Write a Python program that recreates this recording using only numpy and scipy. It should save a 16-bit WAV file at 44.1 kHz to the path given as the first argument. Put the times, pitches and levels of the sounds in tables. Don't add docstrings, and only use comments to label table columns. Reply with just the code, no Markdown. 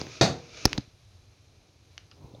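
import sys
import numpy as np
from scipy import signal
from scipy.fft import rfft, irfft, next_fast_len
from scipy.io import wavfile
from scipy.ndimage import uniform_filter1d, map_coordinates

SR = 44100
rng = np.random.default_rng(int(sys.argv[2]) if len(sys.argv) > 2 else 0)


def wav_out(sig):
    wavfile.write(sys.argv[1], SR, np.round(np.clip(np.atleast_2d(sig).T, -1, 1) * 32767).astype(np.int16))


N = 105840

# t/s, room ring trim/dB, clack level/dB
SEAT_HITS = [(0.2112, -3.5, -7.5), (0.2126, -14.5, -3), (0.2150, -11, -9.5), (0.2214, -14, -11.5),
             (0.2275, -14.5, -22.5), (0.2332, -13, -13.5)]
# f/Hz, relative level/dB, T60/s
BODY_MODES = [(74.6, -36.5, 0.5), (118, -27, 0.32), (143.6, -26.5, 0.45), (258, -29, 0.46),
              (335, -6, 0.032), (346, -29.5, 0.5), (443, -22.5, 0.34), (496, -13.5, 0.02),
              (474.5, -30, 0.55), (546, -33.5, 0.36), (582, -26, .22), (667.6, -21.5, 0.32),
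              (748, -22.5, 0.35), (816, -26, 0.14), (1262, -32.5, 0.19), (1398, -27, 0.18),
              (1862, -29, .18), (2470, -33, 0.18), (3375, -32, .16), (3670, -30, 0.32), (3795, -28, 0.22),
              (3870, -31, 0.18), (4230, -31.5, 0.22), (4404, -26.5, 0.22), (4730, -30.5, 0.18),
              (4980, -37, .2), (5250, -30, .11)]
# f/Hz, relative level/dB, T60/s
CLACK_MODES = [(683, -29.5, 0.012), (3840, -14, 0.026), (4520, -12.5, 0.017), (6150, -17, 0.016),
               (9680, -36.5, 0.0067)]
# f/Hz, level/dB
CLUNK_EQ = [(40, -30), (75, -1.5), (150, 5.5), (220, -1.5), (450, -2), (780, -6), (1050, -10), (2000, -12),
            (3100, -15.5), (3800, -9), (4600, -6.5), (5300, -16), (6400, -10), (7400, -23.5),
            (10000, -36.5), (16000, -49)]


def seat_clunk(room_db=14, body_db=-1.5):
    out = np.zeros(N)
    blow = impulse(lambda hz: curve(CLUNK_EQ, hz))
    blow /= np.linalg.norm(blow)
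    for start, ring_db, clack_db in SEAT_HITS:
        add(out, start, amp(ring_db + room_db) * signal.fftconvolve(blow, room_tail()))
        add(out, start, amp(clack_db) * ring(CLACK_MODES, scatter_db=2.5))
    add(out, SEAT_HITS[0][0], amp(body_db) * ring(BODY_MODES, scatter_db=1))
    return out


def ring(modes, scatter_db):
    out, t = np.zeros(SR), np.arange(SR) / SR
    for k, (hz, db, t60) in enumerate(modes):
        envelope = amp(db + scatter_db * rng.standard_normal() - 60 * t / t60)
        out += (-1) ** k * envelope * np.sin(2 * np.pi * hz * t)
    return out


# f/Hz, T60/s
ROOM_DECAY = [(80, 0.42), (210, 0.32), (560, 0.39), (1470, .31), (3880, .27), (10200, 0.25)]


def room_tail():
    hz, t, bands = signal.stft(rng.standard_normal(SR), SR, nperseg=256)
    decay = amp(-60 * t / curve(ROOM_DECAY, hz)[:, None])
    tail = signal.istft(bands * decay, SR, nperseg=256)[1]
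    return tail / np.linalg.norm(tail)


def in_room(x, send_db):
    wet = signal.fftconvolve(x, room_tail())[:N]
    wet = filtered(wet, lambda hz: amp(curve([(5000, 2.5), (9000, -7)], hz)))
    return x + amp(send_db) * wet


# t/s, level/dB, ping f/Hz, ping boost/dB, treble/dB (scaled by shelf), high cut/Hz
TRANSIENTS = [(0.0146, -10.5, 4700, 7.5, -22, 8600), (.068, -23, 1800, 13, -6, 9000),
              (0.653, -4.5, 2500, -3, -6, 9000), (.6546, 12.5, 5300, 7, 9, 16900),
              (0.6568, -3, 1730, 12.5, -1, 12010), (.659, 0, 4886, 11, -5, 14820),
              (0.6797, -21, 1100, 14, -12, 2500), (0.696, -27, 5360, 9, -7, 11060),
              (0.7308, -4.5, 2920, 16.5, -11, 16000), (0.7787, -11.5, 3750, 22, 3, 8400),
              (0.7818, -12.5, 5030, 10, -5, 8400), (1.979, -16, 2870, 18, -18, 6500),
              (1.9813, -22.5, 1596, 1, -16, 6100), (2.114, -28.5, 5000, 10, -16, 5800)]
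# f/Hz, level/dB
TRANSIENT_EQ = [(100, -7), (800, -2), (1700, 1), (2300, -1), (2900, -7), (3600, -6), (4600, 2), (6400, 3),
                (7600, -14), (9000, -14), (10000, -13), (11400, -11), (13500, -24), (15200, -25),
                (16500, -35), (18000, -50)]


def clicks_and_scuff(ping_half_width_hz=650, burst_t60=.006, burst_db=-6):
    out, t = np.zeros(N), np.arange(SR // 50) / SR
    loudest_db = max(row[1] for row in TRANSIENTS)
    shelf = lambda f: curve([(6500, 0), (8500, 0.66)], f)
    for start, db, ping_hz, ping_db, treble_db, high_hz in TRANSIENTS:
        ping = lambda f: ping_db / (1 + ((f - ping_hz) / ping_half_width_hz) ** 2)
        top_end = lambda f: high_cut(f, high_hz) + treble_db * shelf(f)
        pulse = impulse(lambda f: curve(TRANSIENT_EQ, f) + ping(f) + top_end(f))
        burst = rng.standard_normal(len(t)) * amp(-60 * t / burst_t60)
        burst /= np.linalg.norm(burst)
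        close = np.zeros(N)
        add(close, start, amp(db) * pulse)
        add(close, start, amp(db + burst_db) * signal.fftconvolve(pulse, burst))
        out += in_room(close, send_db=-32.5 + 0.62 * (loudest_db - db))
    return out


# t/s, level/dB, low cut/Hz, high cut/Hz
HAND_BUMPS = [(.003, 0, 170.5, 400), (0.0156, 6.5, 162, 820), (0.0691, 0, 284, 710), (0.6546, 23, 35, 900),
              (0.6663, 11.5, 120, 450), (0.7187, 0.5, 170, 450), (0.7637, -5.5, 200, 500),
              (0.776, -2.5, 70.2, 406), (.7800, 9.5, 507, 790), (0.7818, 17.5, 90, 308),
              (2.241, 0, 70, 164.8), (2.338, -5.5, 147.7, 444)]
# f/Hz, bandwidth/Hz, level/dB
CASE_MODES = [(54.87, 49, 8), (119.7, 56, 6), (212.4, 60, 1.5), (281, 36, 0.5), (380, 72, -7),
              (513, 24, -6), (729, 120, -4.5)]


def hand_bumps():
    pushes = np.zeros(N)
    for start, db, low_hz, high_hz in HAND_BUMPS:
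        low_cut = lambda f: -10 * np.log10(1 + (low_hz / (f + 1)) ** 4)
        add(pushes, start, impulse(lambda f: db + low_cut(f) + high_cut(f, high_hz)))
    case = lambda f: sum(amp(db) * 1j * f * width / (hz * hz - f * f + 1j * f * width)
                         for hz, width, db in CASE_MODES)
    return in_room(filtered(pushes, case), send_db=-38)


# t/s, level/dB
CLOTH_FADER = [(0, -42.5), (.06, -51), (.16, -46.5), (.22, -52), (.44, -56.5), (.5, -54.5), (.58, -45),
               (.65, -45.5), (.74, -49.5), (.82, -59), (.92, -70.5)]
# f/Hz, level/dB
CLOTH_EQ = [(120, -43.5), (200, -23), (314, -11), (405, -2), (570, -5.5), (613, -1.5), (818, -16.5),
            (1110, -15), (1240, -5.5), (1880, -13), (2380, -1), (3170, -10.5), (3540, -7), (6420, -7),
            (7970, -33.5), (9720, -31.5), (15000, -62.5)]


def clothing_rustle(grain_db=1.0):
    catches = uniform_filter1d(rng.standard_normal(N), size=300)
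    grain = amp(grain_db * catches / catches.std())
    return fader(CLOTH_FADER) * grain * noise(CLOTH_EQ)


# t/s, level/dB
GRIP_FADER = [(0, -41.5), (.07, -45), (.13, -54), (.6, -58.5), (.69, -46.5), (.775, -42), (.805, -56),
              (.9, -70), (2.1, -66.5), (2.25, -49.5), (2.35, -57), (2.4, -52)]
# f/Hz, level/dB
GRIP_EQ = [(25, -35), (60, -10), (135, 2), (200, -12.5), (290, -5.5), (450, -11), (650, -18.5), (1000, -18),
           (2000, -50)]


def grip_rub():
    return fader(GRIP_FADER) * noise(GRIP_EQ)


# t/s, level/dB, low mode f/Hz, high mode f/Hz, high mode trim/dB
DULL_TICKS = [(2.1138, -53, 1290, 2850, 4), (2.3455, -42, 570, 3720, -9)]


def faint_ticks(attack_s=.001, t60=.038, q=5):
    out, t = np.zeros(N), np.arange(SR // 10) / SR
    envelope = (1 - np.exp(-t / attack_s)) * amp(-60 * t / t60)
    for start, db, low_hz, high_hz, high_db in DULL_TICKS:
        for hz, band_db in (low_hz, db), (high_hz, db + high_db):
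            resonance = lambda f: (1j * f / (hz * hz - f * f + 1j * f * hz / q)) ** 2
            scuff = filtered(envelope * rng.standard_normal(len(t)), resonance)
            add(out, start, amp(band_db) * scuff * envelope.std() / scuff.std())
    return out


# f/Hz, level/dB
RUMBLE_EQ = [(15, -39), (25, -12.5), (43, -10.5), (64, -3.5), (86, 2), (102, 2.5), (162, -15.5), (210, -16),
             (249, -21.5), (435, -21), (492, -24.5), (601, -20), (669, -23), (769, -21), (1000, -36.5),
             (1300, -68), (2200, -120)]


def room_rumble(level_db=-59, swell_db=1.5, knots_per_s=9):
    knots = rng.standard_normal(int(N * knots_per_s / SR) + 4)
    swell = map_coordinates(knots, [np.arange(N) * knots_per_s / SR])
    return amp(level_db + swell_db * swell) * noise(RUMBLE_EQ)


# f/Hz, level/dB
HISS_EQ = [(500, -30), (900, -10), (1100, -4.5), (1400, -8), (2100, -7.5), (2400, -8.5), (3750, -4.5),
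           (4050, 0), (4350, -5), (5700, -6.5), (6400, -6), (7100, -14), (7900, -19.5), (8400, -18),
           (9400, -15), (10100, -28), (11050, -11.5), (11700, -21), (13500, -29.5), (16000, -33.5)]
# t/s, trim/dB
HISS_FADER = [(0, 0), (.95, .5), (1.12, 1.5), (1.25, 0), (1.78, -1.5), (1.92, 1.5), (2.07, 0), (2.4, 0)]


def microphone_hiss(level_db=-68.4):
    return amp(level_db) * fader(HISS_FADER) * noise(HISS_EQ)


def amp(db):
    return 10 ** (np.asarray(db) / 20)


def curve(points, hz):
    freqs, values = np.transpose(points)
    return np.interp(np.log(hz + 1), np.log(freqs + 1), values)


def high_cut(hz, corner_hz):
    return -10 * np.log10(1 + (hz / corner_hz) ** 10)


def fader(points):
    return amp(np.interp(np.arange(N) / SR, *np.transpose(points)))


def filtered(x, response):
    size = next_fast_len(len(x) + SR // 2)
    return irfft(rfft(x, size) * response(np.fft.rfftfreq(size, 1 / SR)), size)[:len(x)]


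def noise(eq):
    x = filtered(rng.standard_normal(N), lambda hz: amp(curve(eq, hz)))
    return x / x.std()


def impulse(gain_db, size=8192):
    cepstrum = irfft(np.log(amp(gain_db(np.fft.rfftfreq(size, 1 / SR)))))
    cepstrum[1:size // 2] *= 2
    cepstrum[size // 2 + 1:] = 0
    return irfft(np.exp(rfft(cepstrum)))


def add(track, start_s, x):
    i = max(0, round(start_s * SR))
    track[i:i + len(x)] += x[:N - i]


def scene():
    hits = seat_clunk() + clicks_and_scuff() + faint_ticks() + hand_bumps()
    return (hits + clothing_rustle() + grip_rub() + room_rumble() + microphone_hiss())[None]


def record(dry, ceiling=.76, top_hz=17000):
    rounded = dry[0] / (1 + np.abs(dry[0] / ceiling) ** 6) ** (1 / 6)
    return filtered(rounded, lambda hz: np.clip((top_hz - hz) / 1200, 0, 1))[None]


dry = scene()
out = record(dry)
wav_out(out)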